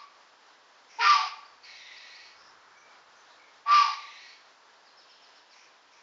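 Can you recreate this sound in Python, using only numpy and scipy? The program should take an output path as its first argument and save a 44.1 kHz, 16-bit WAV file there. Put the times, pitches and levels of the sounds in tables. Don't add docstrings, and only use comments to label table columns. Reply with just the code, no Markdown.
import sys
import numpy as np
from scipy import signal
from scipy.fft import rfft, irfft
from scipy.io import wavfile

SR = 44100
rng = np.random.default_rng(int(sys.argv[2]) if len(sys.argv) > 2 else 0)


def wav_record(signal):
    frames = np.transpose(np.atleast_2d(signal))
    bounded = np.clip(frames, -1, 1)
    quanta = np.round(bounded * 32767).astype(np.int16)
    wavfile.write(sys.argv[1], SR, quanta)


N = 265482
TIME = np.arange(N) / SR


def gain_of(db):
    return 10 ** (np.asarray(db) / 20)


def unit_rms(x):
    return x / np.sqrt(np.mean(x ** 2) + 1e-20)


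def lookup(points, hz):
    f, value = np.transpose(points)
    return np.interp(np.log(hz + 1), np.log(f + 1), value)


def add(mix, start_s, sound):
    part = mix[round(start_s * SR):][:len(sound)]
    part += sound[:len(part)]


def phase_of(hz):
    return 2 * np.pi * np.cumsum(hz) / SR


def envelope(t, attack_s, hold_until_s, fall_db_per_s):
    return np.clip(t / attack_s, 0, 1) * gain_of(-fall_db_per_s * np.maximum(t - hold_until_s, 0))


def noise(shape, size):
    hz = np.fft.rfftfreq(N, 1 / SR)
    return unit_rms(irfft(rfft(rng.standard_normal(N)) * shape(hz), N)[:size])


def drift(hz, size):
    return noise(lambda f: 1 / (1 + (f / hz) ** 4), size)


def peak(hz, centre_hz, width_hz):
    return 1 / (1 + ((hz - centre_hz) / (width_hz / 2)) ** 2)


def resonance(hz, width_hz, size):
    carrier = np.exp(1j * phase_of(hz * np.ones(size)))
    air = rng.standard_normal((2, SR))
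    ring = np.fft.ifft((air[0] + 1j * air[1]) * peak(np.fft.fftfreq(SR, 1 / SR), 0, width_hz))
    return unit_rms((np.resize(ring, size) * carrier).real)


def ragged(hz, width_hz, size, flutter_db=3.0):
    phase = phase_of(hz + width_hz / 2 * drift(86, size))
    return unit_rms(np.sin(phase) * gain_of(flutter_db * drift(60, size)))


def burst(source, start_s, length_s, hz, width_hz, db, taper):
    size = round(length_s * SR)
    out = np.zeros(N)
    add(out, start_s, gain_of(db) * source(hz, width_hz, size) * signal.windows.tukey(size, taper))
    return out


def swell(start_s, length_s, hz, width_hz, db, fall_db_per_s, attack_s=0.12):
    band = burst(resonance, start_s, length_s, hz, width_hz, db, taper=0.1)
    return band * envelope(TIME - start_s, attack_s, attack_s, fall_db_per_s)


# frequency in Hz, relative density in dB.
WASH_SPECTRUM = [(15, -62), (25, -39.5), (74, -29), (109, -28), (294, -10), (356, -10.5), (410, -7),
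                 (707, -3), (963, 0.5), (1280, -1.5), (1410, -3), (1660, -2.5), (2310, -9.5), (5180, -10),
                 (7220, -20.5), (9390, -26.5), (15900, -120)]


def outdoor_wash(level_db=-58.5, wander_db=0.9, ebb_db_per_s=0.23, rumble_db=-96):
    db = level_db + ebb_db_per_s * (TIME.mean() - TIME) + wander_db * drift(6.2, N)
    wash = gain_of(db) * noise(lambda f: gain_of(lookup(WASH_SPECTRUM, f)), N)
    rumble = gain_of(rumble_db) * noise(lambda f: peak(f, centre_hz=105, width_hz=44), N)
    return wash + rumble


# frequency in Hz, T60 in seconds.
PEN_DECAY = [(300, 1), (1100, 0.58), (2500, 0.68), (5000, 0.49), (8000, 0.074)]


def pen_tail(x, delay_s=0.018, taps_per_s=2000):
    taps = rng.standard_normal(SR) * (rng.random(SR) < taps_per_s / SR)
    hz, t, spectrum = signal.stft(taps, SR, nperseg=256)
    decay = gain_of(-60 * t / lookup(PEN_DECAY, hz)[:, None])
    response = signal.istft(spectrum * decay, SR, nperseg=256)[1]
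    out = np.zeros(N)
    add(out, delay_s, signal.fftconvolve(x, response / np.linalg.norm(response))[:N])
    return out


# start in seconds, length in seconds, level in dB.
HISS_PUFFS = [(0.883, 0.18, -58), (5.512, 0.18, -62), (5.908, 0.12, -65)]
# centre in Hz, width in Hz, level offset in dB.
HISS_BANDS = [(2300, 790, -1), (5500, 1200, -2)]


def hiss_puffs():
    return sum(burst(resonance, start_s, length_s, hz, width_hz, db + band_db, taper=0.31)
               for start_s, length_s, db in HISS_PUFFS for hz, width_hz, band_db in HISS_BANDS)


def drone():
    return burst(ragged, start_s=0.9, length_s=1.78, hz=80, width_hz=12, db=-88, taper=0.15)


# frequency in Hz, relative density in dB.
RUSH_SPECTRUM = [(850, -28), (1450, 2.5), (1530, -3), (1820, -4), (2060, 0.5), (2350, -4), (2690, -4.5),
                 (2840, -5), (3000, -6), (3710, -9), (4990, -6), (5710, -12), (7220, -39.5), (9390, -81.5),
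                 (15900, -120)]
# centre in Hz, width in Hz, weight in dB.
TRACT_RIDGES = [(1643, 41, -10), (1820, 44, -19), (2396, 75, 0), (2495, 35, -9), (2820, 64, -13),
                (3126, 9.3, -1), (4270, 43, -8.5), (4390, 10, -8), (4920, 280, -15.5), (5760, 88, -22.5)]


def rush_colour(hz, ridge_db=9, low_cut_hz=1150):
    ridges = sum(gain_of(db / 2) * peak(hz, centre, width) for centre, width, db in TRACT_RIDGES)
    return gain_of(lookup(RUSH_SPECTRUM, hz) + ridge_db * ridges) / (1 + (low_cut_hz / (hz + 1)) ** 12)


def air_rush(t, hoarse_hz, brighten_s=0.17, hollow_db=-9, hoarse_db=-13.5, rasp_db=1.65):
    size = len(t)
    air = noise(rush_colour, size)
    treble = signal.sosfiltfilt(signal.butter(2, 3400, "high", fs=SR, output="sos"), air)
    tilt_db = np.interp(t, [0, brighten_s], [-7.5, 10])
    air = unit_rms(treble * gain_of(tilt_db / 2) + (air - treble) * gain_of(-tilt_db / 2))
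    air += gain_of(hollow_db) * resonance(hz=1200, width_hz=210, size=size)
    air += gain_of(hoarse_db) * ragged(hoarse_hz, width_hz=55, size=size)
    return air * unit_rms(gain_of(rasp_db * drift(170, size)))


def whistle(blow, hz, waver=0.0027, flutter_db=2.0, throb_depth=0.51, throb_hz=40, octave_db=-27):
    size = len(blow)
    db = 20 * np.log10(blow + 1e-4)
    loose = np.clip((db.max() - db) / 12, 0.2, 1)
    phase = phase_of(hz * (1 + waver * (1 + 3 * loose) * drift(90, size)))
    tone = np.sqrt(2) * (np.sin(phase) + gain_of(octave_db) * np.sin(2 * phase))
    fallen = np.clip((np.maximum.accumulate(db) - db) / 4, 0, 1)
    throb_phase = phase_of(throb_hz * (1 + 0.18 * drift(19, size)))
    throb = 1 + throb_depth * fallen * np.sin(throb_phase)
    return gain_of(db + flutter_db * loose * drift(60, size)) * throb * tone


# pitch in Hz, width in Hz, level offset in dB.
THROAT_CLUSTER = [(775, 31, -14.5), (1297, 65, -7.5), (1376, 36, 1), (1830, 34, -3), (2346, 47, -15)]


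def throat_tones(start_s, cluster_db, grunt_hz, grunt_db, groan_db):
    cluster = sum(burst(ragged, start_s + 0.015, 0.105, hz, width_hz, cluster_db + db, taper=0.7)
                  for hz, width_hz, db in THROAT_CLUSTER)
    grunt = burst(ragged, start_s, length_s=0.11, hz=grunt_hz, width_hz=22, db=grunt_db, taper=0.31)
    groan = burst(ragged, start_s + 0.13, length_s=0.19, hz=757, width_hz=14, db=groan_db, taper=0.78)
    return cluster + grunt + groan


# start in seconds, air attack in seconds, air level in dB, whistle delay and
# attack in seconds, whistle level in dB, whistle top in Hz, lower tone attack in seconds, lower tone
# level in dB, cluster level in dB, grunt pitch in Hz, grunt and groan levels in dB. Levels are relative.
CAPYBARA_BARKS = [(0.983, 0.038, -26, 0.06, 0.05, -16, 1189, 0.0094, -31.5, -29, 449, -50, -41.5),
                  (3.648, 0.098, -27.5, 0.0093, 0.093, -14.5, 1181, 0.076, -34, -40, 712, -51, -51.5)]


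def bark(start_s, air_attack_s, air_db, whistle_delay_s, whistle_attack_s, whistle_db, top_hz,
         lower_attack_s, lower_db, *throat, length_s=0.31, widest_at_s=0.0998, narrowing_s=0.085):
    t = np.arange(0, length_s, 1 / SR)
    narrow = 1 - np.exp(-((t - widest_at_s) / narrowing_s) ** 2)
    arch = 1 - 0.055 * narrow
    pressure = envelope(t, air_attack_s, hold_until_s=0.12, fall_db_per_s=89)
    pressure *= np.minimum(t / air_attack_s, 1) ** 0.51
    rush = gain_of(air_db - 2) * pressure * air_rush(t, hoarse_hz=2400 * arch)
    blow = envelope(t - whistle_delay_s, whistle_attack_s, 0.14 - whistle_delay_s, fall_db_per_s=192.5)
    tone = gain_of(whistle_db - 1.36) * whistle(blow, top_hz * arch)
    lower = ragged(hz=1006.5 * (1 - 0.13 * narrow), width_hz=50, size=len(t))
    lower *= envelope(t, lower_attack_s, hold_until_s=0.2, fall_db_per_s=170)
    lower *= gain_of(lower_db - 4 * blow)
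    fade = signal.windows.tukey(len(t), 0.03)
    air, tones = np.zeros(N), throat_tones(start_s, *throat)
    add(air, start_s, fade * rush)
    add(tones, start_s, fade * (tone + lower))
    return np.array([air, tones])


def echoed(x, echoes):
    out = x.copy()
    for delay_s, db in echoes:
        add(out, delay_s, gain_of(db) * x)
    return out


# delay in seconds, level in dB.
NEAR_ECHOES = [(0.0031, -16), (0.0074, -9.5), (0.0128, -13), (0.023, -6.5), (0.035, -11)]
# delay in seconds, level in dB.
FAR_SLAPS = [(0.062, -18.5), (0.105, -18)]


def barks_in_pen(rows, air_wet_db=-13, tone_wet_db=-15, low_cut_hz=330):
    air, tones = sum(bark(*row) for row in rows)
    early = echoed(echoed(air, NEAR_ECHOES) + tones, FAR_SLAPS)
    late = pen_tail(gain_of(air_wet_db) * air + gain_of(tone_wet_db) * tones)
    return signal.sosfilt(signal.butter(4, low_cut_hz, "high", fs=SR, output="sos"), early + late)


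def bird_note(length_s, glide_hz, db, waver=0.016, near_db=-50):
    progress = np.linspace(0, 1, round(length_s * SR))
    hz = np.polyval(np.polyfit([0, 0.5, 1], glide_hz, 2), progress)
    blur = np.clip((near_db - db) / 6, 0.3, 3)
    phase = phase_of(hz * (1 + waver * blur * drift(300, len(hz))))
    return gain_of(db) * np.sqrt(2) * np.sin(phase) * signal.windows.tukey(len(hz), 0.5)


# start in seconds, level in dB.
RISING_CHIRPS = [(1.444, -58.5), (1.63, -55.5), (1.751, -54), (1.962, -52), (2.145, -55)]


def chirping_bird():
    out = np.zeros(N)
    for start_s, db in RISING_CHIRPS:
        add(out, start_s, bird_note(length_s=0.028, glide_hz=(4440, 4660, 5380), db=db))
    return out


# start in seconds, length in seconds, relative level in dB.
IN_BREATHS = [(1.623, 0.77, -48), (3.89, 0.55, -48)]
# centre in Hz, width in Hz, relative level in dB.
NOSE_MODES = [(1912, 156, -0.5), (2217, 120, -1.5), (2555, 530, -1.5), (3130, 800, -7), (5500, 1040, -4.5)]


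def sniff(start_s, length_s, db, attack_s=0.03, release_s=0.13, sink_s=0.36, sag_db=-4):
    t = np.arange(0, length_s, 1 / SR)
    size, progress = len(t), t / length_s
    flare = np.sin(np.pi * progress ** 0.67) ** 2
    lower_hz = np.interp(t, [0, sink_s], [2210, 1994])
    upper_hz = 4465 - 660 * flare
    air = sum(gain_of(mode_db) * resonance(hz, width_hz, size) for hz, width_hz, mode_db in NOSE_MODES)
    air += gain_of(-15.5 + 15 * flare) * resonance(lower_hz, width_hz=90, size=size)
    air += gain_of(2.5) * resonance(upper_hz, width_hz=720, size=size)
    flow = np.minimum(t / attack_s, 1) * np.minimum((length_s - t) / release_s, 1)
    out = np.zeros(N)
    add(out, start_s, gain_of(db - 2 + sag_db * progress ** 2) * flow * unit_rms(air))
    return out


def midrange_hiss():
    return swell(start_s=2.28, length_s=1.7, hz=1343, width_hz=820, db=-59, fall_db_per_s=9.5)


# start in seconds, length in seconds, centre in Hz, width in Hz, level in dB.
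FAR_BIRD_CALLS = [(2.34, 0.2, 5200, 800, -62), (2.72, 0.28, 2285, 110, -64),
                  (2.76, 0.091, 5900, 600, -66.5), (3.15, 0.08, 6080, 600, -68),
                  (3.29, 0.089, 3880, 594, -64), (3.37, 0.16, 2240, 203, -63)]


def far_birds():
    calls = sum(burst(resonance, *row, taper=0.5) for row in FAR_BIRD_CALLS)
    twitter = swell(start_s=5.0, length_s=1, hz=3010, width_hz=1100, db=-65, fall_db_per_s=17)
    return calls + twitter


# start in seconds, held note level in dB, slur level in dB.
SONG_SYLLABLES = [(4.842, -73, -64), (4.966, -59.5, -63), (5.087, -60, -62.5), (5.215, -61.5, -64.5),
                  (5.345, -63, -66), (5.491, -66, -62.5)]


def singing_bird(slur_delay_s=0.014):
    out = np.zeros(N)
    for start_s, held_db, slur_db in SONG_SYLLABLES:
        held = bird_note(length_s=0.045, glide_hz=(5320, 5280, 5150), db=held_db)
        slur = bird_note(length_s=0.05, glide_hz=(5100, 4480, 3440), db=slur_db)
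        add(out, start_s, held)
        add(out, start_s + slur_delay_s, slur)
    return out


def scene(bird_wet_db=-6, airy_wet_db=-11, earlier_age_s=0.36, earlier_db=-3):
    mix = barks_in_pen(CAPYBARA_BARKS) + outdoor_wash() + drone()
    tail_from_s = CAPYBARA_BARKS[-1][0] + earlier_age_s
    earlier_tail = barks_in_pen(CAPYBARA_BARKS[-1:])[round(tail_from_s * SR):]
    add(mix, 0, gain_of(earlier_db) * earlier_tail)
    airy = sum(sniff(*row) for row in IN_BREATHS) + hiss_puffs() + midrange_hiss() + far_birds()
    birds = chirping_bird() + singing_bird()
    scatter = pen_tail(gain_of(airy_wet_db) * airy + gain_of(bird_wet_db) * birds)
    return (mix + airy + birds + scatter)[None]


def record(dry, low_cut_hz=45, edge_hz=7450, mirror_hz=16000, image_top_hz=9500, image_db=-19):
    dry = signal.sosfilt(signal.butter(2, low_cut_hz, "high", fs=SR, output="sos"), dry)
    edge_filter = signal.firwin(255, edge_hz, window=("kaiser", 7), fs=SR)
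    band = signal.oaconvolve(dry, edge_filter[None], "same")
    mirror = 2 * band * np.cos(2 * np.pi * mirror_hz * TIME)
    image_filter = signal.firwin(91, image_top_hz, window=("kaiser", 8), fs=SR)
    image = signal.oaconvolve(mirror, image_filter[None], "same")
    return band + gain_of(image_db) * image


dry = scene()
out = record(dry)
wav_record(out)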